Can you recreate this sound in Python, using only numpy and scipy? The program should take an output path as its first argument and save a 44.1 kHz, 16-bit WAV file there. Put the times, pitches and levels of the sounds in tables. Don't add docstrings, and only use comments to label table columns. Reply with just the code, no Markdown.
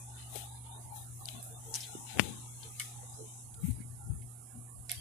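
import sys
import numpy as np
from scipy import signal
from scipy.fft import rfft, irfft
from scipy.io import wavfile
from scipy.ndimage import uniform_filter1d, minimum_filter1d

SR = 44100
rng = np.random.default_rng(int(sys.argv[2]) if len(sys.argv) > 2 else 0)


def to_wav(s):
    ch = np.atleast_2d(s).T
    pcm = np.round(np.clip(ch, -1, 1) * 32767)
    wavfile.write(sys.argv[1], SR, pcm.astype(np.int16))


def volts_from_db(level):
    exponent = np.asarray(level, float) / 20
    return 10 ** exponent


N = 220676

# start_s, left_db, right_db, pitch_hz, rattle_s
TICKS = [(.357, -32, -60, 9900, 0.0038), (1.2558, -27, -55, 4650, 0.0008), (1.2558, -42, -29, 8600, 0.0034),
         (1.2872, -21, -72, 3200, 0.0003), (1.4283, -36, -23, 9850, 0.00028),
         (1.7405, -18, -22, 5750, 0.002), (1.745, -36, -40, 3200, .03), (1.746, -21, -33, 5700, .0025),
         (1.7505, -22, -27, 5850, 0.0068), (1.754, -22, -28, 5850, 0.0075),
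         (1.7585, -24.5, -36, 5830, 0.007), (1.805, -40, -30, 5200, 0.0016),
         (1.804, -34.5, -39, 5400, 0.026), (1.824, -36.5, -39, 3410, 0.038),
         (2.6305, -37, -46, 3700, 0.007), (.375, -40, -70, 10100, .065), (3.64, -45, -70, 10400, .065),
         (2.804, -39, -45, 10400, .05), (4.92, -38, -50, 10500, .05), (4.9, -40, -38, 2250, .04),
         (3.0958, -56, -34, 8660, 0.0034), (3.708, -57, -32, 9400, 0.00096),
         (4.9162, -36, -10.5, 9460, 0.00061), (4.9162, -27, -42, 10500, 0.0034),
         (4.9162, -34, -40, 8600, .002), (4.9243, -29, -39, 10200, .0008), (4.8935, -34.5, -33, 2200, .008),
         (4.904, -34, -34.5, 3520, 0.01), (2.7975, -34, -29, 8260, 0.0018),
         (2.7985, -40, -34, 5600, 0.0035), (3.625, -48.5, -67, 2310, 0.058), (3.66, -53, -68, 2310, .059),
         (3.69, -52, -71, 2200, 0.038), (3.54, -38, -61, 7800, 0.0065)]
# start_s, left_db, right_db, pitch_hz, rattle_s
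CLACKS = [(.355, -29, -72, 3420, 0.0081), (1.7405, -35, -30, 8600, 0.0056), (1.752, -38, -30, 8560, 0.014),
          (2.7972, -22, -20.5, 9900, 0.0016), (2.7982, -23.5, -28, 3020, 0.0038),
          (2.799, -27, -49, 1860, 0.013), (2.8122, -36, -31, 8950, 0.0011),
          (2.8135, -33, -35, 2000, 0.0056), (3.54, -44.5, -65, 3930, 0.008), (3.8, -64, -48, 2120, 0.035),
          (4.215, -66.5, -51, 2640, 0.022), (4.894, -32, -22, 5100, 0.003),
          (4.9162, -45, -23, 3270, 0.00021)]
# pitch_hz, level_db, fade_60db_s
PIN_TONES = [(1480, -1, 0.013), (2200, 2.5, 0.025), (3100, -27, 0.0009), (3100, 2.5, 0.0042),
             (4080, 6.5, 0.0018), (5560, -1, 0.0025), (7600, 0, 0.0014), (8300, 3, 0.0027),
             (9900, -3.5, 0.018), (13600, -10, 0.0024)]
TICK_REST_DB, CLACK_REST_DB = -14.5, 0.5
PIN_LOW_HZ, PIN_TOP_HZ = 1500, 11500
SCATTER_DB, SCATTER_FADE_S, SCATTER_LOW_HZ, SCATTER_HIGH_HZ = -21.5, 0.072, 1920, 7100

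# start_s, level_db, snap_db
KNOCKS = [
    (2.1585, -66, 8),
    (2.1732, -23, -10),
    (2.1863, -32.5, 7),
    (2.1954, -3.5, 0),
]
# pitch_hz, level_db, fade_60db_s
CASE_TONES = [(2780, 13, 0.0028), (1404, 6.5, 0.00015), (5100, -12, 0.0025), (9000, -8, 0.0054)]
PUSH_HZ, PUSH_DB, PUSH_FADE_S = 170, -6, 0.023
PUSH_DELAY_S, CONTACT_S = 0.0008, 0.00011

# start_s, left_db, right_db, pitch_hz, length_s
THUMPS = [
    (1.953, -41, -29, 356, 0.0059),
    (3.644, -18, -66, 170, 0.019),
    (3.69, -26, -63, 245, 0.03),
    (3.706, -29, -66, 115, 0.061),
    (4.104, -20.5, -55.5, 101, 0.023),
    (4.9745, -34, -67, 95, 0.022),
]
# start_s, left_db, right_db, pitch_hz, length_s
THUDS = [
    (1.368, -44.5, -52, 236, 0.056),
    (1.523, -58, -49.5, 455, 0.046),
    (1.691, -51.5, -46.5, 450, 0.082),
    (2.657, -57, -50.5, 451, 0.063),
    (3.037, -63, -46.5, 498, 0.022),
    (3.21, -54, -38.5, 438, 0.067),
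    (3.595, -63, -50.5, 458, 0.046),
    (4.565, -42.5, -48, 238, 0.057),
    (4.915, -54, -48, 703, 0.039),
]
# start_s, left_db, right_db, pitch_hz, length_s
SCUFFS = [
    (.358, -33, -59, 483, .02),
    (2.163, -32, -64, 537, .021),
    (2.25, -39, -70.5, 430, .09),
]
THUMP_ROUGH, THUD_ROUGH, SCUFF_ROUGH = 0.34, 0.47, 1.05
BUMP_SUDDEN = 1.8

# start_s, pressure_db, brightness_db
RUB = [(0, -50.5, -5), (.08, -55, -27), (.24, -58, -17), (.57, -61.5, -3), (.7, -71, -3), (.84, -57, -1),
       (.92, -71, 0), (1.14, -56.5, 0), (1.55, -58.5, 0), (1.75, -48, -4.5), (2.1, -50, -6),
       (2.75, -53.5, -5), (3.02, -53, -17), (3.41, -51, -21.5), (3.5, -63, -28), (3.9, -70.5, -3),
       (4.0, -69, 0), (5, -70.5, 5)]
RUB_LOW_DB, CAVITY_SHARE = -12, 0.1974
# start_s, pitch_hz, level_db
CAVITY = [(0, 802, -72), (.1, 817, -53), (.21, 855, -61.5), (.36, 776, -49.5), (.57, 860, -62.5),
          (.76, 870, -51.5), (.9, 873, -52), (1.0, 810, -50.5), (1.14, 730, -79.5), (1.218, 790, -51.5),
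          (1.46, 727, -59), (1.598, 847, -56), (2.25, 815, -50), (2.51, 826, -61.5), (2.64, 887, -54),
          (2.767, 800, -63.5), (3.05, 800, -55), (3.5, 850, -65), (3.9, 814, -66), (5, 709, -65)]
# pitch_hz, level_db_per_hz
LEFT_COLOUR = [(420, -31.5), (680, 6), (830, 19.5), (980, -15.5), (1400, -16), (2000, -11.5), (3300, -3.5),
               (4100, -1), (4450, -20), (5100, -9.5), (6200, 8.5), (8000, 11.5), (8900, 0), (9500, -15.5),
               (10400, -20), (11800, -24.5), (12400, -19), (14300, -20)]
RIGHT_COLOUR = [(420, 4.5), (600, -9), (1100, 8), (1600, -4), (3200, -16.5), (4200, -17.5), (5300, -2.5),
                (6200, -13.5), (7500, -6.5), (8800, -1), (10000, 4), (11600, -8), (12600, -15.5),
                (14400, -26.5)]
LEFT_EDGES_HZ = [420, 1150, 5200, 9200, 14400]
RIGHT_EDGES_HZ = [330, 1650, 6300, 12300, 14800]
# cavity_db, low_mid_db, high_mid_db, top_db
PATCHY_DB = [
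    [3.8, 7.5, 4.5, 6],
    [8, 8, .8, 6],
]
# cavity_db, low_mid_db, high_mid_db, top_db
OPEN_DB = [
    [-36.5, -43, -50.5, -43.5],
    [-45, -43, -39.5, -27],
]
# start_s, low_mid_db, brightness_db, rise_s
LEFT_OPENS = [(0.201, -51, -17, 0.13), (0.366, -46.5, 5.5, 0.094), (0.661, -55.5, -17, 0.051),
              (0.964, -53.5, 9, 0.048), (1.287, -48.5, -1, 0.049), (1.44, -73.5, 26, .02),
              (1.75, -46, 3, 0.023), (2.099, -46.5, -12, 0.058), (2.201, -42, -0.5, 0.045),
              (2.634, -50.5, -8, 0.065), (2.809, -47.5, 3, 0.075), (3.664, -62, 14, 0.11),
              (4.902, -47, -1, 0.012)]
# start_s, low_mid_db, brightness_db, rise_s
RIGHT_OPENS = [
    (.399, -78, 14, 0.036),
    (1.262, -63, -21, 0.14),
    (1.437, -82.5, 27, .02),
    (1.753, -49, -7.5, 0.015),
    (1.956, -58.5, -20, 0.25),
    (2.669, -63, -4, 0.097),
    (2.804, -48, -11, 0.026),
    (3.133, -66, -2, .06),
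    (3.675, -56, -1.5, 0.1),
    (4.905, -47, -9, 0.021),
]
# low_mid_db_per_s, high_mid_db_per_s, top_db_per_s
CLOSE_DB_PER_S = [
    [83, 120, 170],
    [109.4, 120, 150],
]
# brightness_share, offset_db
MIDDLE = [(0.501, -1.5), (.9, 11)]
# cavity_leak_db, low_mid_db, hiss_db, top_db
RIGHT_REST_DB = [-63.5, -71.5, -50.5, -90.5]
RIGHT_LEAK = 0.52
WAKE_S, WAKE_DB = 3.55, 20
RISE_DB = 20

# start_s, rumble_db, boom_db, hold_s
LEFT_GRIPS = [(0.356, -56, -58, 0.0082), (0.85, -52, -81, 0.4), (1.339, -51, -53.5, .02),
              (1.495, -54.5, -83, 0.24), (1.958, -75, -46, 0.009), (2.191, -31.5, -35, 0.0093),
              (2.27, -54, -44.5, 0.063), (3.116, -50, -78, .02), (3.2, -66, -55.5, 0.027),
              (3.437, -50, -84, 0.16), (3.639, -32, -51, 0.071), (3.789, -50, -46, 0.016),
              (3.86, -47.5, -84, 0.2), (4.105, -25.5, -75, 0.0054), (4.18, -48, -62.5, 0.077),
              (4.557, -49.5, -58.5, .03), (4.765, -44.5, -83, .02), (4.994, -57, -76, .03)]
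# start_s, rumble_db, hold_s
RIGHT_GRIPS = [
    (0, -86, .2),
    (.324, -55, 0.022),
    (0.69, -66, 0.015),
    (1.366, -69, .03),
    (2.35, -55, 0.38),
    (2.972, -50, 0.016),
    (3.205, -59, 0.029),
    (4.037, -53, 0.032),
    (4.977, -68, 0.045),
]
GRIP_RISE_S = 0.049
GRIP_REST_DB, GRIP_FALL_DB_PER_S = [-59, -85, -81], [237.5, 171, 158]

# pitch_hz, level_db, left_minus_right_db
HUM = [(120.2, 4.5, 1), (242, -15, -0.5), (353, -24, 2)]
# start_s, level_db
HUM_LEVEL = [(0, -55), (1.36, -56), (1.77, -57.5), (1.96, -60.5), (2.1, -57.5), (2.2, -65), (2.35, -54),
             (2.7, -57.5), (3.15, -56.5), (3.4, -59.5), (3.58, -56), (3.7, -62), (3.8, -52), (4.02, -57),
             (4.18, -51.5), (4.49, -61.5), (4.58, -58.5), (5, -58.5)]
# pitch_hz, start_s, end_s, level_db
DRONE = (71, .1, .78, -54)
# pitch_hz, level_db_per_hz
ROOM = [(40, -105), (70, -91.5), (140, -94), (250, -96.5), (420, -104), (1200, -112), (2000, -114),
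        (6000, -116), (7500, -126), (12000, -131), (13000, -160)]

HOP = 256
MIC_LOW_HZ, MIC_HIGH_HZ, EDGE_HZ = 62, 14100, 15500
CELL_BINS, CELL_FRAMES, WAVER_DB = 3, 11, 4.5
STRUCK_DB = 3
SHUT_DB, SHUT_HZ = -124, 1200
MASK_DB = -16
GATE_DB, MARGIN_DB = 0.8, 1.5


def evened(x):
    return x / np.sqrt(np.mean(x ** 2) + 1e-20)


def band(x, lo_hz, hi_hz):
    return evened(signal.sosfilt(signal.butter(3, [lo_hz, hi_hz], "band", fs=SR, output="sos"), x))


def modes(table, t):
    return sum(volts_from_db(db - 60 * t / fade_s) * np.sin(2 * np.pi * hz * t) for hz, db, fade_s in table)


def read(points, hz):
    f, value = np.transpose(points)
    return np.interp(np.log(hz + 1), np.log(f + 1), value)


def follow(rows):
    s, *columns = np.transpose(rows)
    return np.array([np.interp(np.arange(N) / SR, s, column) for column in columns])


def swells(rest_db, s, db, rise, hold, fall_db_per_s):
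    s, db, hold = [np.reshape(x, (-1, 1)) for x in (s, db, hold)]
    t = np.arange(0, N + 64, 64) / SR - s
    before_db = -t * RISE_DB / np.reshape(abs(rise) + 1e-3, (-1, 1))
    after_db = (t - hold) * fall_db_per_s
    below_db = np.maximum(np.maximum(before_db, after_db), 0)
    power = (volts_from_db(db - below_db) ** 2).sum(0)
    power = np.interp(np.arange(N), np.arange(len(power)) * 64, power)
    return np.sqrt(volts_from_db(rest_db) ** 2 + power)


def add(mix, s, sound):
    part = mix[:, round(s * SR):][:, :sound.shape[1]]
    part += sound[:, :part.shape[1]]


def click(left_db, right_db, hz, rattle_s, rest_db):
    t = np.arange(3000) / SR
    ring = modes([(hz, 0, 16 / hz), (hz * 1.166, -5, 12 / hz)], t)
    ring = ring + volts_from_db(rest_db) * modes(PIN_TONES, t)
    common = rng.standard_normal(3000)
    own, scatter = rng.standard_normal((2, 2, 3000))
    hits = (common + own) * np.exp(-2.2 * t / rattle_s) * np.minimum(t / (0.43 * rattle_s), 1)
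    sound = signal.fftconvolve(hits, ring[None], axes=1)[:, :3000]
    low_hz = max(PIN_LOW_HZ, 0.82 * hz)
    sound = signal.sosfilt(signal.butter(6, low_hz, "high", fs=SR, output="sos"), sound)
    sound = signal.sosfilt(signal.butter(4, PIN_TOP_HZ, fs=SR, output="sos"), sound)
    tail = band(scatter, SCATTER_LOW_HZ, SCATTER_HIGH_HZ)
    tail = tail * volts_from_db(SCATTER_DB + rest_db - 60 * t / SCATTER_FADE_S)
    return (sound / abs(sound).max(1, keepdims=True) + tail) * volts_from_db([[left_db], [right_db]])


def knock(db, snap_db):
    t = np.arange(2500) / SR
    push = modes([(PUSH_HZ, PUSH_DB, PUSH_FADE_S)], np.maximum(t - PUSH_DELAY_S, 0))
    buzz = band(rng.standard_normal(2500), 480, 5900) * volts_from_db(-19.5 - 60 * t / 0.053)
    blow = np.exp(-((t[:40] - t[20]) / CONTACT_S) ** 2)
    snap = np.convolve(modes(CASE_TONES[:2], t), blow / blow.sum())[:2500]
    snap = snap + modes(CASE_TONES[2:], t)
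    return np.outer(volts_from_db([db, db - 58.0]), push - volts_from_db(snap_db) * (snap + buzz))


def bump(left_db, right_db, hz, length_s, rough):
    t = np.arange(-length_s, length_s, 1 / SR)
    noise = band(rng.standard_normal(8000), hz / 1.42, hz * 1.2)[-len(t):]
    rough = np.clip(rough, 0, 1)
    wave = 0.43 * rough * noise - (1 - rough) * np.cos(2 * np.pi * hz * t)
    speed = 1.6 * np.where(t < 0, BUMP_SUDDEN, 1)
    return np.outer(volts_from_db([left_db, right_db]), wave * np.exp(-(speed * t / length_s) ** 2))


def bands(rest_db, opens, middle, close_db_per_s):
    s, db, bright_db, rise = np.transpose(opens)
    share, offset_db = middle
    peaks_db = [db, db + share * bright_db + offset_db, db + bright_db]
    gains = [volts_from_db(rest_db[0])]
    for rest, peak_db, close in zip(rest_db[1:], peaks_db, close_db_per_s):
        gains.append(swells(rest, s, peak_db, rise, 0, close))
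    return gains


def port(gains, colour, edges, patchy_db, open_db, cavity):
    size = 4 * HOP
    frames, hz = N // HOP + 9, np.fft.rfftfreq(size, 1 / SR)
    a, b, patches = rng.standard_normal((frames, len(hz), 3)).T
    patches = uniform_filter1d(patches, size=4, axis=0)
    patches = evened(uniform_filter1d(uniform_filter1d(patches, size=12), size=6))
    hz = hz[:, None]
    cavity_hz = np.interp(np.arange(frames) * HOP / SR, *np.transpose(cavity))
    shifted_hz = np.where(hz < edges[1], hz * cavity[0][1] / cavity_hz, hz)
    out = np.zeros(N)
    for k, gain in enumerate(gains):
        level_db = 20 * np.log10(np.resize(gain[::HOP], frames))
        shut = np.clip((open_db[k] - level_db) / 12, 0.15, 1)
        depth_db = patchy_db[k] * shut ** 2
        blobs = volts_from_db(depth_db * patches - depth_db ** 2 * np.log(10) / 20)
        inside = (hz >= edges[k]) * (hz < edges[k + 1])
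        shape = volts_from_db(read(colour, shifted_hz) * (0.5664 + 0.27 * shut)) * inside
        shape = shape / np.sqrt((shape ** 2).mean(0))
        z = (a + 1j * b) * shape * blobs * np.sqrt(3 / size)
        out += gain * signal.istft(z, nperseg=size, noverlap=3 * HOP)[1][:N]
    return out


def ports():
    rub_db, bright_db = follow(RUB)
    cavity_db = follow(CAVITY)[1]
    low_rub_db = rub_db + RUB_LOW_DB + CAVITY_SHARE * (cavity_db - rub_db)
    left_db = [cavity_db, low_rub_db, rub_db, rub_db + bright_db]
    leak_db, low_db, hiss_db, top_db = RIGHT_REST_DB
    leak_db = leak_db + RIGHT_LEAK * (cavity_db - cavity_db.mean())
    top_db = top_db + WAKE_DB * (np.arange(N) > WAKE_S * SR)
    right_db = [leak_db, low_db, hiss_db, top_db]
    cavity = [row[:2] for row in CAVITY]
    left = bands(left_db, LEFT_OPENS, MIDDLE[0], CLOSE_DB_PER_S[0])
    right = bands(right_db, RIGHT_OPENS, MIDDLE[1], CLOSE_DB_PER_S[1])
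    return [port(left, LEFT_COLOUR, LEFT_EDGES_HZ, PATCHY_DB[0], OPEN_DB[0], cavity),
            port(right, RIGHT_COLOUR, RIGHT_EDGES_HZ, PATCHY_DB[1], OPEN_DB[1], cavity[:1])]


def grips():
    s, rumble_db, boom_db, hold = np.transpose(LEFT_GRIPS)
    right_s, right_db, right_hold = np.transpose(RIGHT_GRIPS)
    rows = zip(GRIP_REST_DB, [s, s, right_s], [rumble_db, boom_db, right_db],
               [hold, hold, right_hold], GRIP_FALL_DB_PER_S)
    return [swells(rest, at, db, GRIP_RISE_S, held, fall) for rest, at, db, held, fall in rows]


def bass():
    t = np.arange(N) / SR
    rumble_l, boom, rumble_r = grips()
    n = rng.standard_normal((6, N))
    left_hand = rumble_l * band(n[0], 40, 129) + boom * band(n[1], 110, 293)
    right_hand = rumble_r * band(n[2], 46, 126.4)
    hum = sum(np.outer(volts_from_db([db + pan_db, db]), np.sin(2 * np.pi * hz * t)) for hz, db, pan_db in HUM)
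    hum = np.sqrt(2) * volts_from_db(follow(HUM_LEVEL)[0]) * hum
    hz, start, end, db = DRONE
    fade = np.interp(t, [start - 0.1, start, end - 0.04, end], [0, 1, 1, 0])
    drone = volts_from_db(db) * np.sin(2 * np.pi * hz * t) * fade
    room = volts_from_db(read(ROOM, np.fft.rfftfreq(N, 1 / SR)))
    wash = irfft(rfft(n[3] + n[4:]) * room, N) * np.sqrt(SR / 2)
    return hum + drone + wash + [left_hand, right_hand]


def scene():
    mix = bass() + ports()
    for table, rest_db in ((TICKS, TICK_REST_DB), (CLACKS, CLACK_REST_DB)):
        for s, *row in table:
            add(mix, s, click(*row, rest_db))
    for s, *row in KNOCKS:
        add(mix, s, knock(*row))
    for table, rough in ((THUMPS, THUMP_ROUGH), (THUDS, THUD_ROUGH), (SCUFFS, SCUFF_ROUGH)):
        for s, *row in table:
            add(mix, s - row[3], bump(*row, rough))
    return mix


def shut_cells(x):
    hz, _, z = signal.stft(x, SR, nperseg=1024, noverlap=768, scaling="psd")
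    power = uniform_filter1d(uniform_filter1d(abs(z) ** 2, size=4, axis=1), size=12)
    level_db = 10 * np.log10(abs(power) + 1e-20)
    high = hz > SHUT_HZ
    column = high[:, None]
    floor_db = np.maximum(SHUT_DB, read(ROOM, hz) + MARGIN_DB)[:, None]
    neighbour_db = -minimum_filter1d(-level_db * column + 200 * ~column, size=120, axis=1)
    limit_db = np.maximum(floor_db, MASK_DB + neighbour_db)
    steps = rng.standard_normal((len(hz) // CELL_BINS + 1, z.shape[2] // CELL_FRAMES + 1))
    steps = steps.repeat(CELL_BINS, 0).repeat(CELL_FRAMES, 1)
    limit_db = limit_db + WAVER_DB * steps[:len(hz), :z.shape[2]]
    struck = (abs(z[:, high]) ** 2).sum(1) > volts_from_db(STRUCK_DB) ** 2 * power[:, high].sum(1)
    limit_db = limit_db - 60 * struck[:, None]
    keep = np.clip((level_db - limit_db) / GATE_DB, 0.003, 1)
    z = z * np.where(column, keep, 1)
    return signal.istft(z, SR, nperseg=1024, noverlap=768, scaling="psd")[1][:, :N]


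def top_cut(x):
    return signal.sosfilt(signal.butter(12, 15590, fs=SR, output="sos"), x)


def record(dry):
    low = signal.sosfilt(signal.butter(4, MIC_LOW_HZ, "high", fs=SR, output="sos"), dry)
    both = signal.sosfilt(signal.butter(10, MIC_HIGH_HZ, fs=SR, output="sos"), low)
    limited = np.clip(shut_cells(both), -1, 1)
    edge = signal.firwin(255, EDGE_HZ, window=("kaiser", 9), fs=SR)
    mix = signal.oaconvolve(limited, edge[None], "same", axes=1)
    return top_cut(mix)


dry = scene()
out = record(dry)
to_wav(out)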